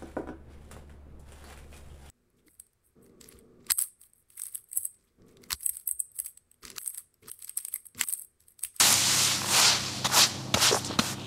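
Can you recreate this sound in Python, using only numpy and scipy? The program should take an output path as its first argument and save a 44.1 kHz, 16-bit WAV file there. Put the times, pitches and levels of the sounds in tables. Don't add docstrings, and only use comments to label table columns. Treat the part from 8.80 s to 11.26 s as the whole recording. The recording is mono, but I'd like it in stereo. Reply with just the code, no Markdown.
import sys
import numpy as np
from scipy import signal
from scipy.io import wavfile

SR = 44100
rng = np.random.default_rng(int(sys.argv[2]) if len(sys.argv) > 2 else 0)


def boost(x):
    u = np.asarray(x, float) / 20
    return 10 ** u


def put_to_file(sound):
    columns = np.atleast_2d(sound).T
    safe = np.clip(columns, -1, 1)
    whole_steps = np.round(safe * 32767)
    wavfile.write(sys.argv[1], SR, whole_steps.astype(np.int16))


N = 108530
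FLICKS_PER_S, CRUNCHES_PER_S = 9000, 2500


def rms_one(x):
    return x / np.sqrt(np.mean(x ** 2) + 1e-20)


def at_hz(points, hz):
    table = np.array(points)
    return np.interp(np.log(hz), np.log(table[:, 0]), table[:, 1])


def band_pass(x, low, high, order=2):
    return signal.sosfilt(signal.butter(order, [low, high], "band", fs=SR, output="sos"), x)


def high_pass(x, hz, order):
    return signal.sosfilt(signal.butter(order, hz, "high", fs=SR, output="sos"), x)


def add_at(out, s, sound):
    start = int(s * SR)
    out[start:start + len(sound)] += sound


def drift(rate):
    r = np.exp(-32 * np.pi * rate / SR)
    noise = rng.standard_normal(N // 16 + 2002)
    slow = signal.lfilter([1], [1, -2 * r, r * r], noise)[2000:]
    return np.interp(np.arange(N) / 16, np.arange(len(slow)), rms_one(slow))


def grains(per_s, spread_db):
    sizes = boost(spread_db * np.minimum(rng.exponential(1, (4, N)), 5))
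    sizes = sizes * rng.choice([-1, 1], (4, N))
    hits = rng.random((4, N)) < per_s / SR
    return rms_one(sizes * hits).reshape(2, 2, N)


# frequency in Hz, likeness from 0 to 1.
LIKENESS = [(100, 0.94), (500, 0.9), (1000, 0.87), (2000, 0.89), (4000, 0.9), (8000, 0.8), (12000, 0.7)]
# frequency in Hz, left minus right in dB.
LEAN = [(300, 0), (600, -.9), (1200, -2.2), (2400, -.6), (4500, -2.2), (8500, -.9), (14000, 1.2)]
PIVOT_HZ = 4870
BELOW_SHARE = 0.16


def banded(source, spectrum, patchy_db, tilt=0):
    out, plain_power = 0, 0
    edges = 30 * 2 ** np.arange(0, 9.2, 1 / 3)
    for k, (low, high) in enumerate(zip(edges, edges[1:])):
        hz = np.sqrt(low * high)
        if not spectrum[0][0] * .7 < hz < spectrum[-1][0] * 1.3:
            continue
        mid, side = band_pass(source[k % 2], low, min(high, .45 * SR))
        alike = np.clip(at_hz(LIKENESS, hz), 0, 1)
        lean = at_hz(LEAN, hz) / 2
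        pair = np.sqrt(1 + alike) * mid + np.sqrt(1 - alike) * side * [[1], [-1]]
        pair = pair * boost([[lean], [-lean]])
        pair = pair * boost(at_hz(spectrum, hz) + patchy_db * drift(9.7))
        plain_power = plain_power + np.mean(pair ** 2)
        octaves = np.log2(hz / PIVOT_HZ)
        out = out + pair * boost(tilt * max(2 * octaves, -BELOW_SHARE * octaves))
    return out / np.sqrt(plain_power)


# time in seconds, bristle pressure as hiss in dB, speed as
# brightness in dB per half octave above the pivot, load of litter in dB.
STROKES = [
    [(0, -21.5, 1.5, 1), (.12, -25, 2, 1.5), (.17, -27.5, 0, -3.5), (.45, -26.5, 0, -1),
     (.53, -29, -1, -1.5), (.62, -36.5, -0.5, 1)],
    [(.67, -35.5, 1, 3), (.74, -25.5, 1, 4), (.80, -22.5, 0.5, 0), (.89, -22, -3.5, 0), (.95, -27, -4, 1),
     (1.01, -34.5, -2.5, -1), (1.24, -40, -3.5, -3)],
    [(1.285, -41, 0, 3.5), (1.315, -36, -0.5, 7.5), (1.345, -27, 2, 4), (1.39, -22.5, 1, 3.5),
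     (1.44, -22, -2, -2.5), (1.475, -36, 0.5, 2), (1.51, -38.5, -3, -0.5), (1.61, -45, -4.5, 0),
     (1.735, -51, -3, -1)],
]
# time in seconds, hiss in dB, brightness in dB per half
# octave above the # pivot, load in dB.
LAST_STROKES = [
    [(1.76, -37.5, 1, 5), (1.79, -33.5, 0, 5), (1.83, -23, 0.5, 2), (1.89, -22.5, -3.5, -0.5),
     (1.915, -33, -1, 1.5), (1.99, -42.5, 1.5, 6.5), (2.04, -44, -2, 0), (2.11, -45.5, -2.5, 9),
     (2.18, -57, 0, 15.5)],
    [(2.2, -35, -1, -1), (2.23, -38.5, 2, 7.5), (2.29, -36.5, 1, 4), (2.33, -42, 2, 6),
     (2.355, -51.5, -2, 6), (2.46, -56, -2, 6)],
]
# frequency in Hz, level in dB per Hz.
HISS = [(1000, -29), (2200, -6), (3000, -4.5), (4000, -1), (5000, -1.5), (7000, -3), (10000, -9),
        (15500, -23)]
# frequency in Hz, level in dB per Hz.
LITTER = [(200, -8), (500, -5), (900, 1.5), (1400, 1.5), (2200, -6), (3200, -9.5), (5000, -18)]


def sweeping():
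    s, *columns = np.transpose(np.concatenate(STROKES + LAST_STROKES))
    level_db, speed, load_db = [np.interp(np.arange(N) / SR, s, c) for c in columns]
    level_db = level_db + 0.6 * drift(76)
    hiss = banded(grains(FLICKS_PER_S, spread_db=0.0), HISS, patchy_db=1.05, tilt=speed)
    crunch = banded(grains(CRUNCHES_PER_S, spread_db=1.0), LITTER, patchy_db=1.0)
    return boost(level_db) * (boost(2.5) * hiss + boost(load_db - 6.5) * crunch)


def leaf_grain(fine, hz, width):
    width = min(width, .6)
    mid, side = band_pass(fine, hz * (1 - width), hz * (1 + width))
    return rms_one(mid) + 0.23 * rms_one(side) * [[1], [-1]]


# start in seconds, length in seconds, level in dB rms,
# pitch in Hz, width as share of pitch.
RUSTLES = [
    (1.918, 0.036, -27.5, 5760, .13),
    (1.944, 0.045, -33.5, 7600, 0.31),
    (2.0455, 0.003, -32, 6600, 0.42),
    (2.054, 0.023, -37.5, 6000, .3),
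]


def skids():
    out, t = 0, np.arange(N) / SR
    fine = grains(FLICKS_PER_S, spread_db=2.5)
    edge_s = 0.002
    for k, (s, length, db, hz, width) in enumerate(RUSTLES):
        along = np.clip((t - s) / length, 0, 1)
        start = np.clip((t - s) / edge_s, 0, 1)
        stop = np.clip((s + length - t) / edge_s / 6 + 1, 0, 1)
        shape = boost(-3.9 * along) * start * stop
        out = out + boost(db) * shape * leaf_grain(fine[k % 2], hz, width)
    return out


# start in seconds, length in
# seconds, level in dB rms, pitch in Hz, width as share of pitch.
SLIDES = [
    (0.807, .12, -25.5, 4750, 0.15),
    (1.38, .085, -22.5, 4800, 0.19),
    (2.07, 0.11, -42.5, 3600, 0.26),
    (0, 0.56, -32.5, 7100, .2),
    (0.724, .13, -32, 960, 0.33),
    (1.315, .12, -31, 860, .25),
          (2.3, .3, -47, 3200, .18),
]


def slides():
    out, t = 0, np.arange(N) / SR
    fine = grains(FLICKS_PER_S, spread_db=2.5)
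    for k, (s, length, db, hz, width) in enumerate(SLIDES):
        along = np.clip((t - s) / length, 0, 1)
        out = out + boost(db) * np.sin(np.pi * along) * leaf_grain(fine[k % 2], hz, width)
    return out


def ring(clicks, hz, t60):
    r, w = boost(-60 / (t60 * SR)), 2 * np.pi * hz / SR
    return signal.lfilter([0, np.sin(w)], [1, -2 * r * np.cos(w), r * r], clicks + 1e-18)


# start in seconds, length of the clatter in seconds, level in dB.
KNOCKS = [
    (1.2446, 0.028, -23.5),
    (1.7402, 0.009, -19),
    (2.188, 0.0105, -20.5),
]
# frequency in Hz, level in dB, t60 in seconds.
HEAD = [(600, -8, 0.027), (1200, 1.5, 0.0072), (2030, -14, 0.022), (2900, -3.5, 0.0046), (3630, 2.5, 0.008),
        (3960, -0.5, 0.0079), (4990, -5.5, 0.017), (6100, 0.5, 0.0055), (6880, -3.5, 0.0062),
        (9800, -4.5, 0.0027), (12100, -24, .003)]


def head_clatter():
    out = np.zeros(N)
    contacts, contacts_per_s = 80, 2500
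    for s, length, db in KNOCKS:
        when = (np.arange(contacts) + rng.uniform(0, 1, contacts)) / contacts_per_s
        shape = (when < length) * np.minimum(when / 0.0026 + 0.26, 1)
        shape = shape * (1 - .5 * np.clip(when / length, 0, 1))
        for hz, mode_db, t60 in HEAD:
            clicks = np.zeros(N)
            clicks[((s + when) * SR).astype(int)] = shape * rng.normal(0, 1, contacts)
            body = ring(clicks, hz, t60)
            out += boost(db + mode_db) * body / np.abs(body).max()
    return out


def crushed_litter():
    out, t = np.zeros(N), np.arange(4000) / SR
    for s, length, db in KNOCKS:
        rise = np.minimum(t / 0.00054, 1)
        fall = np.exp(-np.maximum(t - 0.9 * length, 0) / 0.0059)
        burst = rise * fall * rng.standard_normal(len(t))
        add_at(out, s, boost(db) * band_pass(burst, 500, 3060, order=1))
    return out


def struck(rows, rise_s):
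    out, t = np.zeros(N + 4000), np.arange(4000) / SR
    for s, db, hz, t60 in rows:
        envelope = boost(db + 4 - 60 * t / t60) * (1 - np.exp(-t / rise_s))
        add_at(out, s, envelope * np.sin(2 * np.pi * hz * t))
    return out[:N]


# start in seconds, peak in dB, pitch in Hz, ring in cycles.
THUMPS = [
    (1.249, -26, 198, 4.6),
    (1.7435, -15.5, 198, 4.1),
    (1.7518, -16, 135, 2.6),
    (2.1911, -15, 222, 9),
]


def thumps():
    return struck([(s, db, hz, cycles / hz) for s, db, hz, cycles in THUMPS], rise_s=0.0011)


# start in seconds, peak in dB, pitch in Hz.
TAPS = [(1.2460, -18, 3680), (1.2468, -18, 845), (1.2535, -18, 4300), (1.2558, -13.5, 940),
        (1.2562, -17, 1880), (1.2565, -18, 3450), (1.2655, -19, 1070), (1.2715, -30, 1200),
        (1.2995, -18, 1010), (1.7407, -13, 3700), (1.7418, -14, 1200), (1.7435, -18, 2900),
        (1.7439, -19, 610), (1.7440, -17, 2250), (1.7465, -21, 1100), (1.7520, -30, 3750),
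        (2.1885, -12, 1244), (2.1893, -11.5, 3660), (2.1894, -10, 4050), (2.1935, -13, 2700),
        (2.1940, -15, 1510), (2.1950, -19, 3300), (2.1955, -19, 4200)]


def taps():
    rows = [(s, db, hz, 0.012 * (hz / 2000) ** 0.085) for s, db, hz in TAPS]
    return struck(rows, rise_s=0.0017)


def pops(rows, cycles, ratios):
    out, t = np.zeros(N + 4000), np.arange(4000) / SR
    for (s, db, hz), phases in zip(rows, rng.uniform(0, 1, (len(rows), 4))):
        for (ratio, share_db), phase in zip(ratios, phases):
            f = min(hz * ratio, .4 * SR)
            rise = (1 - np.exp(-t * f * 3.6)) ** 2
            decay = boost(-60 * t * f / cycles / ratio ** .5)
            body = np.sin(2 * np.pi * (f * t + phase)) * rise * decay
            add_at(out, s, boost(db + share_db + 9) * body)
    return out[:N]


# start in seconds, peak in dB, pitch in Hz.
CLODS = [(.618, -26, 1200), (.632, -38, 900), (.645, -29, 1000), (1.762, -34, 516), (1.7645, -33, 700),
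         (1.772, -27, 570), (1.7745, -31.5, 613), (1.777, -33, 890), (1.784, -36, 800), (1.912, -27, 400),
         (1.9136, -28, 1200), (1.916, -35, 500), (1.919, -33, 400), (1.9235, -28, 1000), (1.929, -28, 950),
         (1.9375, -34, 450), (1.9449, -21.5, 970), (1.9465, -33, 1200), (1.948, -22.5, 560),
         (1.953, -30, 450), (1.960, -31, 1100), (1.9635, -31, 600), (1.9666, -27, 900), (1.971, -29, 940),
         (1.974, -31, 850), (1.977, -35, 690), (1.982, -42, 302), (2.0965, -35, 252), (2.103, -39, 800),
         (2.1058, -36, 300), (2.1097, -35, 850), (2.1145, -37, 1100), (2.125, -37, 300), (2.217, -33, 600),
         (2.328, -42, 950), (2.383, -44, 950)]


def clods():
    return pops(CLODS, 6.0, [(1.01, 6), (1.6, -3), (2.6, -18)])


# start in seconds, length in seconds, peak in dB, first Hz, last Hz.
ROLLS = [
    (1.9233, 0.0124, -15.5, 540, 338),
    (2.097, .019, -33, 260, 750),
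]


def rolls():
    out, t = 0, np.arange(N) / SR
    for s, length, db, first_hz, last_hz in ROLLS:
        along = np.clip((t - s) / length, 0, 1)
        pitch_hz = (along > 0) * first_hz * (last_hz / first_hz) ** along
        turns = np.cumsum(pitch_hz) / SR
        out = out + boost(db) * np.sin(np.pi * along) ** 1.4 * np.sin(2 * np.pi * turns)
    return out


# start in seconds, peak in dB, pitch in Hz.
SNAPS = [(.126, -18, 10000), (.128, -26, 5000), (.141, -21, 6730), (1.627, -50, 7500), (1.68, -60, 13000),
         (1.996, -42, 3520), (2.0465, -37, 3960), (2.049, -35, 7500), (2.062, -39, 6800),
         (2.0675, -38, 6500), (2.0725, -39, 4970), (2.077, -40, 5200), (2.093, -42, 4100),
         (2.114, -45, 4000), (2.1395, -43, 3900), (2.397, -47.5, 4200), (2.416, -48, 3650)]


def snaps():
    return pops(SNAPS, 20, [(1.05, 8.0), (0.73, -9.0), (1.37, -8), (0.28, -12)])


# lag in seconds, level in dB.
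FENCE = [(.0045, -27), (.011, -18.5), (0.017, -29)]


def fence(x):
    out, dull = np.zeros((2, N)), signal.lfilter([.55], [1, -.45], x)
    for lag, db in FENCE:
        for side, stretch in enumerate((1, 1.13)):
            d = int(lag * stretch * SR)
            out[side, d:] += boost(db) * dull[:N - d]
    return out


# frequency in Hz, level in dB per Hz.
AIR = [(45, -18), (110, -10), (170, -6.5), (380, -14), (900, -15), (2000, -37), (3000, -32), (4500, -32),
       (15500, -45)]


def outdoor_air():
    return boost(-43) * banded(rng.standard_normal((2, 2, N)), AIR, patchy_db=1.8)


# frequency in Hz, wander in Hz, level in dB rms.
DRONE = [(100.5, 3.66, -47), (129.9, 1.9, -44), (198, 2.68, -49), (225.3, 4.76, -52), (289, 2.96, -51.5),
         (338, 4.96, -52.5)]


def drone():
    out = np.zeros(N)
    for hz, wander, db in DRONE:
        level = boost(db + 1.5 + 1.95 * drift(8.4))
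        turns = np.cumsum(hz + wander * drift(9.6)) / SR
        out += level * np.sin(2 * np.pi * turns)
    return out


def scene():
    blows = head_clatter() + crushed_litter() + thumps() + taps()
    blows = blows + clods() + rolls() + snaps()
    return sweeping() + skids() + slides() + blows + fence(blows) + outdoor_air() + drone()


def band_limit(x):
    return signal.sosfilt(signal.butter(12, 16310, fs=SR, output="sos"), x)


def record(dry):
    side = high_pass(dry[0] - dry[1], 410, order=2) / 2
    x = high_pass(dry.mean(axis=0) + side * [[1], [-1]], 45, order=4)
    x = signal.sosfilt(signal.cheby2(12, 60, 16350, fs=SR, output="sos"), x)
    return band_limit(x)


dry = scene()
out = record(dry)
put_to_file(out)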